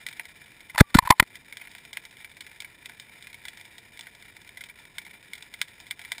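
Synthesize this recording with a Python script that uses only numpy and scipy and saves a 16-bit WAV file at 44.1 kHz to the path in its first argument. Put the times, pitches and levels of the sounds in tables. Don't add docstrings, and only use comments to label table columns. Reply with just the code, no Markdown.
import sys
import numpy as np
from scipy import signal
from scipy.fft import rfft, irfft
from scipy.io import wavfile

SR = 44100
rng = np.random.default_rng(int(sys.argv[2]) if len(sys.argv) > 2 else 0)


def attenuation_scalar(level_db):
    decades = np.asarray(level_db, float) / 20
    return 10 ** decades


def put_to_file(sound):
    columns = np.atleast_2d(sound).T
    safe = np.clip(columns, -1, 1)
    whole_steps = np.round(safe * 32767)
    wavfile.write(sys.argv[1], SR, whole_steps.astype(np.int16))


N = 273420


def resonances(x, peaks):
    out = 0
    for k, (hz, width_hz, db) in enumerate(peaks):
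        radius = np.exp(-np.pi * width_hz / SR)
        poles = [1, -2 * radius * np.cos(2 * np.pi * hz / SR), radius * radius]
        zeros = [(1 - radius * radius) / 2, 0, (radius * radius - 1) / 2]
        out = out + (-1) ** k * attenuation_scalar(db) * signal.lfilter(zeros, poles, x + 1e-18)
    return out


# centre_hz [Hz], width_hz [Hz], level_db [dB]
LOW_SHELL = [(696.7, 48, 4), (900, 110, 6.5), (1000, 260, 3), (1090, 520, -6)]
# centre_hz [Hz], width_hz [Hz], level_db [dB]
MIDDLE_SHELL = [(1300, 210, -15.5), (1443.6, 130, -6.5), (1667, 100, -2), (1907, 252, 1.5), (2176, 410, 1),
                (2360, 117.5, 6)]
# centre_hz [Hz], width_hz [Hz], level_db [dB]
HIGH_SHELL = [(3015, 260, -2), (3532, 240, 7.5), (3801, 560, 1), (4730, 480, 0), (5096, 840, -1.5)]


def through_shell(dull, middle, bright):
    return resonances(dull, LOW_SHELL) + resonances(middle, MIDDLE_SHELL) + resonances(bright, HIGH_SHELL)


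def echoes(count, early_t60, late_t60, late_db):
    t = np.arange(4000) / SR
    paths = rng.standard_normal((count, len(t)))
    spiky = paths * attenuation_scalar(2.98 * rng.exponential(1, (count, len(t))) - 7.5)
    early = attenuation_scalar(-60 * t / early_t60)
    late = attenuation_scalar(late_db - 60 * t / late_t60)
    return spiky * (early + late)


# time_s [s], level_db [dB]
COLONY_LEVEL = [
    (0, -51),
    (.7, -55.5),
    (1.35, -54),
    (2.5, -55.5),
    (3.5, -55),
    (4.8, -55.5),
    (5.4, -55.5),
    (6.2, -53.5),
]


def far_crackle(per_s, spread_db):
    sizes = attenuation_scalar(spread_db * np.minimum(rng.exponential(1, N), 4))
    snaps = sizes * (rng.random(N) < per_s / SR)
    path_of_snap = rng.integers(0, 6, N)
    paths = echoes(6, early_t60=.035, late_t60=.25, late_db=-13)
    water = 0
    for k, path in enumerate(paths):
        water = water + signal.oaconvolve(snaps * (path_of_snap == k), path)[:N]
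    heard = through_shell(attenuation_scalar(-14.0) * water, water, attenuation_scalar(-9.5) * water)
    time_s, level_db = np.transpose(COLONY_LEVEL)
    return attenuation_scalar(np.interp(np.arange(N) / SR, time_s, level_db) + 2) * heard / heard.std()


# frequency_hz [Hz], density_db [dB per Hz]
NOISE_SPECTRUM = [(15, -35), (25, -3), (107, 3), (459, -5), (729, -11.5), (792, -22.5), (965, -6),
                  (1220, -16.5), (1300, -23), (1690, -27), (2860, -120)]


def input_noise():
    hz = np.maximum(np.arange(N // 2 + 1) * SR / N, 1)
    points_hz, points_db = np.transpose(NOISE_SPECTRUM)
    density_db = np.interp(np.log(hz), np.log(points_hz), points_db)
    noise = irfft(rfft(rng.standard_normal(N)) * attenuation_scalar(density_db), N)
    return attenuation_scalar(-61) * noise / noise.std()


# start_s [s], peak_db [dB], brightness_db [dB], favoured_hz [Hz]
CLOSE_SNAPS = [(0.0652, -17.5, -13, 1990), (.0864, -23.5, -13, 2396), (.196, -15.5, -30, 2360),
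               (1.525, -26, -17, 2240), (1.5699, -22.5, -15, 1995), (1.6723, -25, -28, 2370),
               (1.7498, -26.5, -18.5, 2350), (1.9302, -29, -6, 2160), (1.9708, -15, -19.5, 2360),
               (2.2455, -24, -19.5, 2290), (2.6028, -28, -5.5, 2246), (2.6211, -25, -17, 2370),
               (2.6457, -27, -19, 2215), (2.8575, -24, -12.5, 2500), (2.8955, -26, -20, 1895),
               (2.998, -27, -9.5, 2340), (3.2701, -27, -17.5, 2410), (3.4525, -23.5, -14.5, 2020),
               (3.4827, -22, -11.5, 3410), (3.992, -25, -15, 3537), (4.069, -26, -25, 1964),
               (4.638, -25.5, -14.5, 2360), (4.9826, -18.5, -14.5, 2210), (5.3334, -24.5, -10.5, 2155),
               (5.539, -22, -16.5, 2193), (5.615, -6.5, -14, 2337), (5.9093, -16.5, -12.5, 2120),
               (5.993, -24.5, -20, 2350), (6.049, -25, -17.5, 2270), (6.1185, -14, -12.5, 2030)]
# start_s [s], peak_db [dB], brightness_db [dB], echo_db [dB]
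MIDWAY_SNAPS = [(.127, -31, -10.5, -5.5), (0.2535, -33, -14, -6), (0.696, -33, -19.5, 1),
                (1.3547, -28, -12, -8.5), (1.6133, -32, -26, 4.5), (1.8508, -30, -13, -11.5),
                (2.0517, -31, -10, -7), (2.3685, -33.5, -16, -4.5), (2.4061, -32.5, -11.5, 3.5),
                (2.4654, -27.5, -18, -10), (2.5147, -31.5, -22, -8.5), (3.224, -38.5, -7, -6),
                (3.3293, -33.5, -14.5, -4), (3.5727, -33.5, -9.5, -6), (3.7813, -33.5, -11, -4),
                (3.9729, -34.5, -11, -8.5), (4.0092, -32, -3, -14), (4.15, -34.5, -12.5, -9),
                (4.3668, -36.5, -9, -11), (4.4911, -31, -14, -18), (4.5719, -30, -15, -3),
                (4.6077, -30.5, -14.5, -1), (4.697, -31.5, -24, -6.5), (4.8525, -29, -17.5, -15),
                (5.0645, -30.5, -23, -2), (5.1097, -32, -18, -13), (5.424, -32, -9.5, -6.5),
                (5.8012, -35.5, -9.5, -5.5), (6.0151, -31, -14, -5.5), (6.1811, -27.5, -10, -6.5)]
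# start_s [s], peak_db [dB]
FAINT_SNAPS = [(.1108, -43), (.171, -40), (.3691, -45), (.4419, -55), (.4595, -44), (.605, -36),
               (1.715, -36.5), (1.7822, -35.5), (2.11, -38), (2.1689, -38), (2.2118, -42), (2.315, -39.5),
               (3.0943, -43.5), (3.2993, -40.5), (3.3432, -32.5), (3.426, -48), (3.6111, -35),
               (3.652, -32.5), (4.2232, -39.5), (4.416, -38.5), (4.475, -38), (4.6871, -38.5),
               (4.7954, -41.5), (5.0189, -39), (5.0497, -36), (5.353, -32), (5.3808, -37), (5.6819, -35.5),
               (5.8665, -36), (5.904, -37)]


def near_snaps(tint_width_hz, tint_db):
    def usual_echo(db):
        return -8.0 - 0.18 * (db + 28)

    favoured_hz = iter(rng.uniform(2050, 2420, len(MIDWAY_SNAPS) + len(FAINT_SNAPS)))
    rows = [(s, db, bright_db, usual_echo(db), hz) for s, db, bright_db, hz in CLOSE_SNAPS]
    rows += [(*row, next(favoured_hz)) for row in MIDWAY_SNAPS]
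    rows += [(s, db, -12, usual_echo(db), next(favoured_hz)) for s, db in FAINT_SNAPS]
    dull_scatter_db = 3.5 * rng.standard_normal(len(rows))
    tails = echoes(len(rows), early_t60=0.044, late_t60=.16, late_db=-23.0)

    lead_size = 132
    lead_rise = attenuation_scalar(-29 + np.linspace(-28, 0, lead_size))
    leads = rng.standard_normal((len(rows), lead_size)) * lead_rise

    dull, middle, bright, tint = np.zeros((4, N + 4000))
    for row, scatter_db, tail, lead in zip(rows, dull_scatter_db, tails, leads):
        start_s, db, bright_db, echo_db, hz = row
        pulse = np.r_[lead, attenuation_scalar(echo_db - 4.5) * tail][:4000]
        pulse[lead_size:lead_size + 3] += 1
        dull_db = -22.5 - 0.45 * (db + 27.5) + scatter_db
        at = int(start_s * SR) - lead_size
        span = slice(at, at + 4000)
        middle[span] += attenuation_scalar(db + 12) * pulse
        bright[span] += attenuation_scalar(db + bright_db + 22) * pulse
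        dull[span] += attenuation_scalar(db + dull_db + 19.5) * pulse
        tint[span] += attenuation_scalar(db + tint_db) * resonances(pulse, [(hz, tint_width_hz, 0)])
    return (through_shell(dull, middle, bright) + tint)[:N]


def ring(clicks, hz, t60):
    radius, turn = attenuation_scalar(-60 / (t60 * SR)), 2 * np.pi * hz / SR
    poles = [1, -2 * radius * np.cos(turn), radius * radius]
    return signal.lfilter([0, np.sin(turn)], poles, clicks + 1e-18)


# start_s [s], length_ms [ms], rattle_db [dB], ring_db [dB], ring_hz [Hz]
BLOWS = [(.7806, .3, -15, -17, 1900), (.8005, 5.5, -12, -14, 1400), (.8065, 4, -3, 3, 1650),
         (.826, 5, -48, -42, 850), (.948, 5, -13, -12, 1450), (.9874, 2.5, -3, 4, 1030),
         (1.1016, 2.5, -22, -14, 950), (1.1048, 3.5, -6, 2, 1000), (1.1055, 3, -20, -2, 850),
         (1.108, 4, -13, -7, 2150), (1.198, 3, -19, -11, 3400), (1.1985, 4.5, -5, -2, 1900)]
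# start_s [s], length_ms [ms], rattle_db [dB], ring_db [dB], ring_hz [Hz]
TAPS = [(.746, 5.5, -34.5, -38, 900), (0.758, 4, -36.5, -28, 1000), (.788, 1.5, -15.5, -9, 1835),
        (.972, 9.8, -28.5, -31, 4000), (1.002, 5.4, -44, -44, 950), (1.024, 5.4, -38, -25, 1000),
        (1.035, 5, -38, -32.5, 900), (1.051, 15.6, -31.5, -30.5, 950), (1.073, 4.5, -25.5, -17, 1024),
        (1.1138, 5.4, -38.5, -10.5, 832), (1.121, 5.4, -28.5, -7.5, 1028), (1.1211, 2, -29.5, -18, 2100),
        (1.135, 3, -56, -32, 900), (1.2265, 2.75, -22, -23.5, 2000)]
# start_s [s], length_ms [ms], rattle_db [dB]
SCRAPES = [(0.7774, 2.7, -28.5), (.782, 3.5, -22.5), (.792, 8, -28), (0.896, 10, -48.5), (0.942, 3, -42),
           (.944, 4, -23.5), (.954, 20, -24), (.9858, 1.3, -17), (1.09, 4.6, -40), (1.178, 18, -54),
           (1.197, 3.9, -15.5), (1.234, 6, -41)]
# start_s [s], pitch_hz [Hz], level_db [dB], t60_s [s]
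AFTER_RING = [
    (.8125, 1160, -44, .35),
    (.8125, 1190, -49, .35),
    (.8125, 850, -26, .06),
    (1.122, 860, -25, .065),
    (1.122, 1030, -26, .065),
]
# pitch_hz [Hz], level_db [dB], t60_s [s]
RATTLE_MODES = [(1020, -6, .02), (1480, -5, .012), (1800, 0, .01), (2050, 0, .012), (2350, -5, .012)]
# pitch_hz [Hz], level_db [dB], t60_s [s]
RATTLE_TOP_MODES = [(3000, -3, .008), (3520, 0, .011), (3950, -3, .009), (4350, -4, .009), (5200, -7, .006)]


def rattles(per_s, ring_cycles):
    rows = [(*row, -2.5) for row in BLOWS]
    rows += [(*row, -11.5) for row in TAPS]
    rows += [(s, ms, db, db - 14.5, 2000, 0) for s, ms, db in SCRAPES]
    slips = rng.standard_normal((len(rows), 1200))
    slips = slips * (rng.random(slips.shape) < per_s / SR)
    middle, top, out = np.zeros((3, N))
    for (start_s, length_ms, db, ring_db, hz, top_db), hail in zip(rows, slips):
        at = int(start_s * SR)
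        size = int(np.clip(length_ms * SR / 1000, 4, 1200))
        hail = hail[:size]
        hail[0] += 1
        hail = hail / np.sqrt(min(np.sum(hail ** 2), 9.0))
        middle[at:at + size] += attenuation_scalar(db) * hail
        top[at:at + size] += attenuation_scalar(db + top_db) * hail
        bounces = np.diff(np.floor(np.arange(size + 1) * hz / SR + .99))
        rung = ring(np.pad(bounces + .5 * hail, (0, 4000)), hz, ring_cycles / hz)
        out[at:at + len(rung)] += attenuation_scalar(ring_db) * rung / np.abs(rung).max()
    for start_s, hz, db, t60 in AFTER_RING:
        out += attenuation_scalar(db) * ring(np.arange(N) == int(start_s * SR), hz, t60)
    for clicks, modes in (middle, RATTLE_MODES), (top, RATTLE_TOP_MODES):
        for hz, db, t60 in modes:
            uneven_clicks = clicks * attenuation_scalar(3 * rng.standard_normal(N))
            out += attenuation_scalar(db) * ring(uneven_clicks, hz, t60)
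    return signal.sosfilt(signal.butter(4, 730, "high", fs=SR, output="sos"), out)


# start_s [s], length_ms [ms], pressure_db [dB], direction [+1 or -1]
SQUEEZES = [(0.747, 4.2, -35.5, 1), (0.802, 1.6, -21, 1), (0.9509, 2.65, -4.5, 1), (.8062, 5, 1, -1),
            (.8092, 3.2, 10, -1), (.8118, 3.2, 12, 1), (.9531, 2.2, -5, -1), (.9547, 3.4, 4, 1),
            (0.984, 3.4, -10, -1), (0.99, 5.4, -20, 1), (1.025, 7, -26.5, 1), (1.052, 7, -29.5, 1),
            (1.1023, 7.3, -19.5, 1), (1.104, 3.4, -3.5, -1), (1.1087, 3.9, -16, 1), (1.2, 5, -10, 1),
            (1.2244, 1.62, -13, -1), (1.2262, 2.15, -14.5, 1)]


def squeezes(leak_hz):
    out = np.zeros(N)
    for start_s, length_ms, db, direction in SQUEEZES:
        at, size = int(start_s * SR), int(length_ms * SR / 1000)
        pulse = np.sin(np.pi * np.arange(size) / size) ** 1.5
        out[at:at + size] += np.sign(direction) * attenuation_scalar(db) * pulse
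    return signal.lfilter(*signal.butter(1, leak_hz, "high", fs=SR), out)


def scene():
    mono = near_snaps(tint_width_hz=140, tint_db=20)
    mono = mono + far_crackle(per_s=350, spread_db=3.0)
    mono = mono + rattles(per_s=2700, ring_cycles=16)
    mono = mono + squeezes(leak_hz=39.8)
    return np.tile(mono + input_noise(), (2, 1))


def gain_control(x, knee_db, share, release_db_s, attack_s):
    climb = release_db_s * np.arange(N) / SR
    over = share * np.maximum(20 * np.log10(np.abs(x) + 1e-9) - knee_db, 0)
    held = np.maximum(np.maximum.accumulate(over + climb) - climb, 0)
    r = np.exp(-1 / (attack_s * SR))
    return x * attenuation_scalar(-signal.lfilter([1 - r], [1, -r], held))


def top_cut(x):
    return signal.sosfilt(signal.butter(12, 16440, fs=SR, output="sos"), x)


def record(dry):
    x = gain_control(dry[0], knee_db=-12, share=.45, release_db_s=110, attack_s=.012)
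    x = signal.sosfilt(signal.cheby1(6, .5, 5600, fs=SR, output="sos"), x)
    slow = np.clip(signal.resample_poly(x, 40, 147), -.98, .98)
    held = signal.resample_poly(np.repeat(slow, 4), 147, 160)[:N]
    held = signal.sosfilt(signal.cheby1(10, .5, 15300, fs=SR, output="sos"), held)
    held = np.clip(held, -.99, .99)
    grit = signal.lfilter([.05], [1, -.95], held * rng.standard_normal(N))
    side = attenuation_scalar(-27) * grit
    return top_cut(np.array([held + side, held - side]))


dry = scene()
out = record(dry)
put_to_file(out)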